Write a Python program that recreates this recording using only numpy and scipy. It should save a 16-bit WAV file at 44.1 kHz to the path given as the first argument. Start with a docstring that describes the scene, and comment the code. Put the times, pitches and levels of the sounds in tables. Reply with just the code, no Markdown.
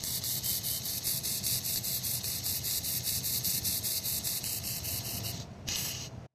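"""Nozzle gas hisses over a droning fume fan and chiller; at once spatter pops and a laser welder starts firing.
Heard close at a workshop bench, on one microphone: five times a second the beam boils steel tube into
a hissing, crackling plume, made of noise and random bursts that ring in the gap between torch and tube.
Late on a motor swells and dies away, the welding stops and the gas shuts off to a faint bleed.
A puff and one last sagging blow of gas follow, and the nozzle knocks twice on the tube."""
import sys
import numpy as np
from scipy import signal
from scipy.fft import rfft, irfft
from scipy.io import wavfile
from scipy.ndimage import map_coordinates

SR = 44100
rng = np.random.default_rng(int(sys.argv[2]) if len(sys.argv) > 2 else 0)


def transcribe(signal):
    """Save signal, clipped to [-1, 1], as a 16-bit WAV file at the path in sys.argv[1]."""
    frames = np.atleast_2d(signal).T
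    limited = np.clip(frames, -1, 1)
    pcm = np.round(limited * 32767).astype(np.int16)
    wavfile.write(sys.argv[1], SR, pcm)


N = 279594
TIME = np.arange(N) / SR
CUTOFF_HZ = 14050   # nothing is heard far above this


def from_db(db):
    """Decibels to amplitude gain."""
    return 10 ** (np.asarray(db) / 20)


def rms_one(x):
    """Scale to unit power."""
    return x / np.sqrt(np.mean(x ** 2) + 1e-20)


def in_time(rows):
    """Interpolate each column after the time column to a curve at every sample."""
    times, *columns = np.transpose(rows)
    return [np.interp(TIME, times, column) for column in columns]


def step(moment_s, swing_s):
    """A smooth tanh rise from 0 to 1, halfway up at the moment."""
    return (1 + np.tanh((TIME - moment_s) / swing_s)) / 2


def drift(rate_hz):
    """Random wander of spread about 1: noise through a double low-pass pole at this rate."""
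    hop = 40   # computed on every 40th sample, then interpolated
    settling = 2000
    pole = np.exp(-2 * np.pi * rate_hz * hop / SR)
    noise = rng.standard_normal(N // hop + settling + 2)
    slow = signal.lfilter([1], [1, -2 * pole, pole * pole], noise)[settling:]
    return np.interp(np.arange(N) / hop, np.arange(len(slow)), rms_one(slow))


def response(spectrum, resonances=(), size=8192):
    """Minimum-phase impulse response of unit energy with this spectrum and these peaks or dips."""
    hz = np.maximum(np.arange(size // 2 + 1) * SR / size, 1)
    points = np.array(spectrum)
    level_db = np.interp(np.log(hz), np.log(points[:, 0]), points[:, 1])
    for centre_hz, width_hz, peak_db in resonances:
        level_db = level_db + peak_db * .5 ** ((2 * (hz - centre_hz) / width_hz) ** 2)
    level_db = level_db - np.clip((hz - CUTOFF_HZ) / 20, 0, 40)
    # folding the cepstrum onto positive times makes the response causal
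    cepstrum = irfft(np.log(from_db(level_db)))
    cepstrum[1:size // 2] *= 2
    cepstrum[size // 2 + 1:] = 0
    impulse = irfft(np.exp(rfft(cepstrum)))
    return impulse / np.sqrt(np.sum(impulse ** 2))


def colour(x, spectrum, resonances=()):
    """Pass a sound through a spectrum and its resonances."""
    return signal.fftconvolve(x, response(spectrum, resonances))[:N]


def crackle(per_s, spread_db):
    """Tiny clicks at random moments, most small and a few large; rms 1."""
    size_db = spread_db * np.minimum(rng.exponential(1, N), 4)
    clicks = from_db(size_db) * rng.choice([-1, 1], N)
    return rms_one(clicks * (rng.random(N) < per_s / SR))


def bursts(rows, decay_s, crack_db):
    """Each row (time [s], level [dB]) is one sharp crack and a dying puff of noise."""
    out = np.zeros(N)
    age = TIME[:SR // 10]
    decay = np.exp(-age / decay_s)
    decay_rms = np.sqrt(np.mean(decay ** 2))
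    puffs = rng.standard_normal((len(rows), len(age)))
    for (time_s, level_db), puff in zip(rows, puffs):
        shape = puff * decay
        shape[0] = from_db(crack_db)   # the crack is a single sample
        start = round(time_s * SR)
        out[start:start + len(age)] += from_db(level_db) * rms_one(shape) * decay_rms
    return out


def moving_band(x, centre_hz, width_hz, order=256):
    """A resonance of gain 1 whose centre follows a curve, updated every `order` samples."""
    out, state = np.zeros(N), np.zeros(2)
    radius = np.exp(-np.pi * width_hz / SR)
    zeros = np.array([1, 0, -1]) * (1 - radius * radius) / 2
    for i in range(0, N, order):
        poles = [1, -2 * radius * np.cos(2 * np.pi * centre_hz[i] / SR), radius * radius]
        out[i:i + order], state = signal.lfilter(zeros, poles, x[i:i + order], zi=state)
    return out


def tone(hz, waver_hz):
    """A machine tone that wavers in pitch and strength; rms 1."""
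    phase = 2 * np.pi * np.cumsum(hz + waver_hz * drift(8.22)) / SR
    return rms_one(np.sin(phase) * from_db(1.6 * drift(3.9)))


VALVE_S = 0.013   # swing of the gas valve
BLEED_DB, BLEED_FALL_DB_PER_S = -20, 35   # relative to full flow


def flow_until(off_s):
    """Full gas flow until the valve shuts, then the hose bleeds a faint, dying hiss."""
    shut = step(off_s, VALVE_S)
    bleed_db = BLEED_DB - BLEED_FALL_DB_PER_S * np.maximum(TIME - off_s, 0)
    return 1 - shut + shut * from_db(bleed_db)


# spectrum of the gas from the nozzle: (frequency [Hz], relative level per Hz [dB])
GAS_SPECTRUM = [(600, -21.5), (1500, -18), (2100, -5.5), (3200, -4), (4100, 2), (5200, 0), (6400, -1.5),
                (7300, -2), (8100, -14), (9000, -22), (11500, -26), (12900, -12), (14000, -11)]
# resonances of the gas jet in the joint: (centre [Hz], width [Hz], peak [dB])
JET_RESONANCES = [(2370, 165, -11), (2620, 200, -3.5), (3420, 200, 1), (4110, 210, 5.5), (5040, 270, -1.5),
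                  (5700, 410, 4), (6400, 450, 5), (7270, 350, -12), (8020, 440, 9)]
GAS_DB, GAS_OFF_S = -41.5, 5.437   # level at the nozzle, before the gap colours it


def shielding_gas(flutter_db):
    """Turbulent gas streams from the nozzle, fluttering, during and between the shots."""
    flow = flow_until(GAS_OFF_S) * from_db(GAS_DB + flutter_db * drift(110))
    return colour(rng.standard_normal(N) * flow, GAS_SPECTRUM, JET_RESONANCES)


# level of the low rumble: (time [s], level [dB])
RUMBLE_LEVEL_CURVE = [(0, -44.3), (2.9, -43.5), (3.05, -42.5), (3.84, -40), (3.9, -53), (4.1, -40.5),
                      (4.45, -44), (5.28, -39), (5.55, -42.5), (6.25, -45.5)]
# spectrum of the low rumble: (frequency [Hz], relative level per Hz [dB])
RUMBLE_SPECTRUM = [(22, -31), (48, -27.5), (68, -6), (88, -1), (105, -1.5), (125, -1.5), (150, -7.5),
                   (185, -5.5), (240, -13), (320, -20), (600, -59.5)]
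# spectrum of rushing air, for the fan and the motor: (frequency [Hz], relative level per Hz [dB])
AIR_SPECTRUM = [(150, -7.5), (300, 0), (420, 1), (520, -2.5), (680, 0), (900, -5.5), (1400, -12.5),
                (2500, -15.5), (3500, -22), (5600, -22), (8000, -32.5), (14000, -48.5)]
# chiller tones: (frequency [Hz], rms level [dB])
HUM_TONES = [(127, -50), (478, -67.5), (653, -62)]


def machines(buffet_db):
    """Behind the bench: the fume fan is lumpy rumble and steady rush of noise, the chiller wavering tones."""
    rumble_db, = in_time(RUMBLE_LEVEL_CURVE)
    lumps = from_db(rumble_db + buffet_db * drift(30))
    rumble = lumps * colour(rng.standard_normal(N), RUMBLE_SPECTRUM)
    rush = from_db(-51.5) * colour(rng.standard_normal(N), AIR_SPECTRUM)
    hum = sum(from_db(level_db) * tone(hz, waver_hz=3.08) for hz, level_db in HUM_TONES)
    return rumble + rush + hum


# spatter bursting from the melt: (time [s], relative level [dB])
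SPATTER_POPS = [(0.0379, -16.5), (0.2382, -19), (0.4441, -24), (0.6432, -26), (1.0746, -18), (1.4395, -21),
                (1.4661, -19.5), (1.5564, -19), (1.759, -17), (1.7755, -19), (2.2427, -16.5),
                (2.464, -18.5), (2.8443, -27), (3.4462, -18.5), (3.8685, -24), (4.2719, -16.5),
                (4.4411, -17.5), (4.475, -22), (4.6393, -26), (4.6752, -20.5)]
# spectrum of a pop: (frequency [Hz], relative level per Hz [dB])
POP_SPECTRUM = [(300, -0.5), (1400, -14), (3000, -5.5), (4300, 3.5), (8000, -3.5), (14000, -5)]
# resonances and dips of the gap between nozzle and joint, which also colour the plume:
# (centre [Hz], width [Hz], peak [dB])
GAP_RESONANCES = [(1830, 48, 7), (2160, 110, 6), (2390, 200, -3), (2630, 300, -1.5), (4070, 250, 4),
                  (4630, 270, 5), (4990, 110, 2), (7180, 300, -3.5), (7770, 760, 4), (9580, 350, -7.5),
                  (10140, 330, 2.5), (11840, 450, -3), (12350, 370, 4), (13300, 320, -0.5),
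                  (13600, 400, 2.5)]


def spatter(trim_db):
    """Drops burst from the melt: each is a crack and a very short puff, ringing in the gap."""
    pops = bursts(SPATTER_POPS, decay_s=.0018, crack_db=13)
    return from_db(trim_db) * colour(pops, POP_SPECTRUM, GAP_RESONANCES)


# the laser fires on a clock until the trigger is let go
SHOTS_PER_S, FIRST_SHOT_S, TRIGGER_OFF_S = 5, .041, 5.314
SHOT_S, SHOT_RISE_S, SHOT_FALL_S = 0.15, 0.014, 0.0085   # length, and swings of rise and fall


def beam_power(spread_db):
    """On each clock tick a shot of slightly random strength swells as the steel boils, then ramps down."""
    starts = np.arange(FIRST_SHOT_S, TRIGGER_OFF_S, 1 / SHOTS_PER_S)
    strengths_db = spread_db * rng.standard_normal(len(starts))
    power = np.zeros(N)
    for on, strength_db in zip(starts, strengths_db):
        off = min(on + SHOT_S, TRIGGER_OFF_S)   # letting go cuts the last shot short
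        power += from_db(strength_db) * step(on, SHOT_RISE_S) * (1 - step(off, SHOT_FALL_S))
    return power


# strength of the plume, weaker as the torch reaches the corner: (time [s], relative level [dB])
PLUME_LEVEL_CURVE = [(0, -33), (3.5, -32), (4.45, -34), (5.1, -36.5), (5.3, -36)]
# spectrum of the plume: (frequency [Hz], relative level per Hz [dB])
PLUME_SPECTRUM = [(500, -26.5), (1500, -22.5), (2100, -12.5), (3200, -4.5), (4000, -1), (5500, -2.5),
                  (7000, -3), (8500, -3), (11000, -1), (12500, 1), (14000, 1.5)]


def plume(power, trim_db, crackle_db, flutter_db, surge_db, simmer_db):
    """Metal vapour jets from the melt, fluttering and crackling; the hot pool simmers on after each shot."""
    boil = rms_one(rng.standard_normal(N) + from_db(crackle_db) * crackle(per_s=5000, spread_db=3))
    unrest = from_db(flutter_db * drift(160) + surge_db * drift(9.8))
    cooling = np.exp(-1 / (.04 * SR))   # the pool cools with a 40 ms time constant
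    simmer = from_db(simmer_db) * signal.lfilter([1 - cooling], [1, -cooling], power)
    vapour = boil * unrest * np.maximum(power, simmer)
    strength_db, = in_time(PLUME_LEVEL_CURVE)
    return from_db(trim_db + strength_db) * colour(vapour, PLUME_SPECTRUM, GAP_RESONANCES)


def restless(x, count=5):
    """The melt changes shape, so broad bands of its hiss swell and sink on their own."""
    for hz in np.geomspace(4300, 12800, count):
        swell = from_db(1.5 * drift(4)) - 1
        x = x + swell * signal.lfilter(*signal.iirpeak(hz, 6, fs=SR), x)
    return x


# two weakened bands and the ring of the gap, as the hand moves:
# (time [s], first weak band [Hz], second weak band [Hz], ring [Hz], ring gain [factor])
HAND_POSE = [(0, 2680, 3170, 3030, .8), (.3, 2640, 3170, 3110, 2.2), (.8, 2690, 3320, 3100, 2.4),
             (1.2, 3100, 3180, 2780, .3), (4.3, 3060, 3310, 2740, .3), (4.55, 3430, 3640, 2680, .7),
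             (4.9, 3280, 3550, 2730, 1.8), (5.4, 3280, 3540, 2830, 3.3)]


def gap_ring(x, weak_width_hz, ring_width_hz, count=2):
    """Sound bouncing between torch and tube builds up in one band; two narrow bands are weakened and wander."""
    first_hz, second_hz, ring_hz, ring_gain = in_time(HAND_POSE)
    x = x + ring_gain * moving_band(x, ring_hz, ring_width_hz)
    tremor = drift(4.6)   # shared by both bands
    for weak_hz in (first_hz, second_hz):
        wander_hz = 45 * tremor + 50 * drift(8)
        for repeat in range(count):
            x = x - moving_band(x, weak_hz + wander_hz, weak_width_hz)
    return x


def torch_shadow(x):
    """Turning into the corner, the torch hides the weld and shades its treble."""
    dull = signal.lfilter(*signal.butter(1, 7500, fs=SR), x)
    treble = x - dull
    return dull + treble * from_db(-8.5 * step(5.32, swing_s=0.37))


def weld():
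    """Plume, spatter and gas, mixed with the gap's ring."""
    power = beam_power(spread_db=.5)
    pops = spatter(trim_db=-3.9)
    vapour = plume(power, trim_db=2.0, crackle_db=-3, flutter_db=1.51, surge_db=0.75, simmer_db=-14.5)
    gas = shielding_gas(flutter_db=2.5)
    share = np.minimum(2 * power, 1)   # share of the gas that is filtered with the plume
    filtered = gap_ring(restless(vapour) + pops + share * gas, weak_width_hz=332, ring_width_hz=140)
    return torch_shadow(filtered + (1 - share) * gas)


MOTOR_PEAK_S, MOTOR_RISE_DB_PER_S, MOTOR_FALL_DB_PER_S = 5.27, 15.5, 41
WHINE_HZ, WHINE_DB, MOTOR_AIR_DB = 693, -53.5, -48   # levels at the peak


def motor():
    """A motor's whine and rush of air swell slowly together and die faster."""
    age = TIME - MOTOR_PEAK_S
    effort = from_db(np.minimum(MOTOR_RISE_DB_PER_S * age, -MOTOR_FALL_DB_PER_S * age))
    air = from_db(MOTOR_AIR_DB) * colour(rng.standard_normal(N), AIR_SPECTRUM)
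    whine = from_db(WHINE_DB) * tone(WHINE_HZ, waver_hz=5.98)
    return effort * (air + whine)


BLOW_ON_S, BLOW_OFF_S, BLOW_DB, BLOW_SAG_DB_PER_S = 5.682, 6.072, -30.5, 26
# spectrum of the valve's puff: (frequency [Hz], relative level per Hz [dB])
PUFF_SPECTRUM = [(50, -24), (150, -3), (330, 4), (600, -12.5), (1500, -31), (5000, -52)]


def valve_puff():
    """A low, dying puff of noise as the valve opens, just before the last blow."""
    lead_s, level_db = .013, -38
    return colour(bursts([(BLOW_ON_S - lead_s, level_db)], decay_s=.04, crack_db=0), PUFF_SPECTRUM)


# sizzle relative to the rush: faint, and stronger while the jet meets the edge of the tube
SIZZLE_DB, EDGE_DB, EDGE_ON_S, EDGE_OFF_S, EDGE_SWING_S = -17, -3.5, 5.76, 5.92, .012
# spectrum of gas rushing into the corner: (frequency [Hz], relative level per Hz [dB])
RUSH_SPECTRUM = [(150, -11), (300, -5), (800, -9), (1400, -13), (1900, -8), (2350, 0), (2800, 4.5),
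                 (3550, -6), (4500, 1.5), (5500, 0.5), (6400, 2), (7150, -5), (8800, -28), (14000, -30)]
# spectrum of gas sizzling on the edge: (frequency [Hz], relative level per Hz [dB])
SIZZLE_SPECTRUM = [(5000, -16), (7100, -12), (7750, 3.5), (8800, -11), (10400, -3), (11200, -4),
                   (11900, -5), (12700, 2), (14000, 1.5)]


def last_blow(flutter_db):
    """Gas rushes into the corner of the joint, sagging as its pressure drops, and sizzles on the edge."""
    sag_db = BLOW_SAG_DB_PER_S * np.maximum(TIME - BLOW_ON_S, 0)
    flow = step(BLOW_ON_S, VALVE_S) * flow_until(BLOW_OFF_S) * from_db(BLOW_DB - sag_db)
    on_edge = step(EDGE_ON_S, EDGE_SWING_S) * (1 - step(EDGE_OFF_S, EDGE_SWING_S))
    sizzling = from_db(SIZZLE_DB) + from_db(EDGE_DB) * on_edge
    rush = colour(rng.standard_normal(N) * flow, RUSH_SPECTRUM, JET_RESONANCES)
    sizzle = colour(crackle(per_s=10000, spread_db=1.0) * flow * sizzling, SIZZLE_SPECTRUM)
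    return (rush + sizzle) * from_db(flutter_db * drift(90))


# the nozzle knocks on the tube: (time [s], relative level [dB])
NOZZLE_KNOCKS = [(5.687, -18.5), (5.7577, -21.5)]
# spectrum of a knock: (frequency [Hz], relative level per Hz [dB])
KNOCK_SPECTRUM = [(200, 6), (1200, -14), (3000, 3), (6000, 2), (9000, -21), (14000, -8)]


def nozzle_knocks():
    """Metal touches metal: each knock is a crack and a very short burst of noise."""
    return colour(bursts(NOZZLE_KNOCKS, decay_s=0.0015, crack_db=2), KNOCK_SPECTRUM)


def bench_echoes(x, echo_db, sway_s, count=6):
    """Short echoes off bench and torch; their paths sway with the hand and ripple the hiss."""
    out = x
    for lag_s in np.geomspace(.0011, .0075, count):
        late_s = TIME - lag_s - sway_s * drift(0.54)
        out = out + from_db(echo_db) * map_coordinates(x, [late_s * SR], order=3)
    return out / np.sqrt(1 + count * from_db(echo_db) ** 2)


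def workshop(x, t60_s):
    """The diffuse tail of the room: decaying noise that starts 8 ms after the sound."""
    age = TIME[:SR // 2]
    tail = rng.standard_normal(len(age)) * from_db(-60 * age / t60_s) * (age > .008)
    return signal.fftconvolve(x, tail / np.sqrt(np.sum(tail ** 2)))[:N]


def scene():
    """Torch sounds with bench echoes and room, machines behind: one close microphone, same on both channels."""
    at_torch = weld() + valve_puff() + last_blow(flutter_db=1.25) + nozzle_knocks()
    torch = bench_echoes(at_torch, echo_db=-17.5, sway_s=.00003)
    room = from_db(-29.0) * workshop(torch, t60_s=.3)
    mono = torch + room + machines(buffet_db=1.9) + motor()
    return np.array([mono, mono])


# the sound fades at the end: (time [s], level [dB])
END_FADE = [(6.262, -2.5), (6.275, -42)]


def record(dry):
    """Fade the sound out at the end and cut its top steeply."""
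    fade_db, = in_time(END_FADE)
    low_pass = signal.ellip(10, .2, 70, CUTOFF_HZ, fs=SR, output="sos")
    return signal.sosfilt(low_pass, dry * from_db(fade_db))


dry = scene()
out = record(dry)
transcribe(out)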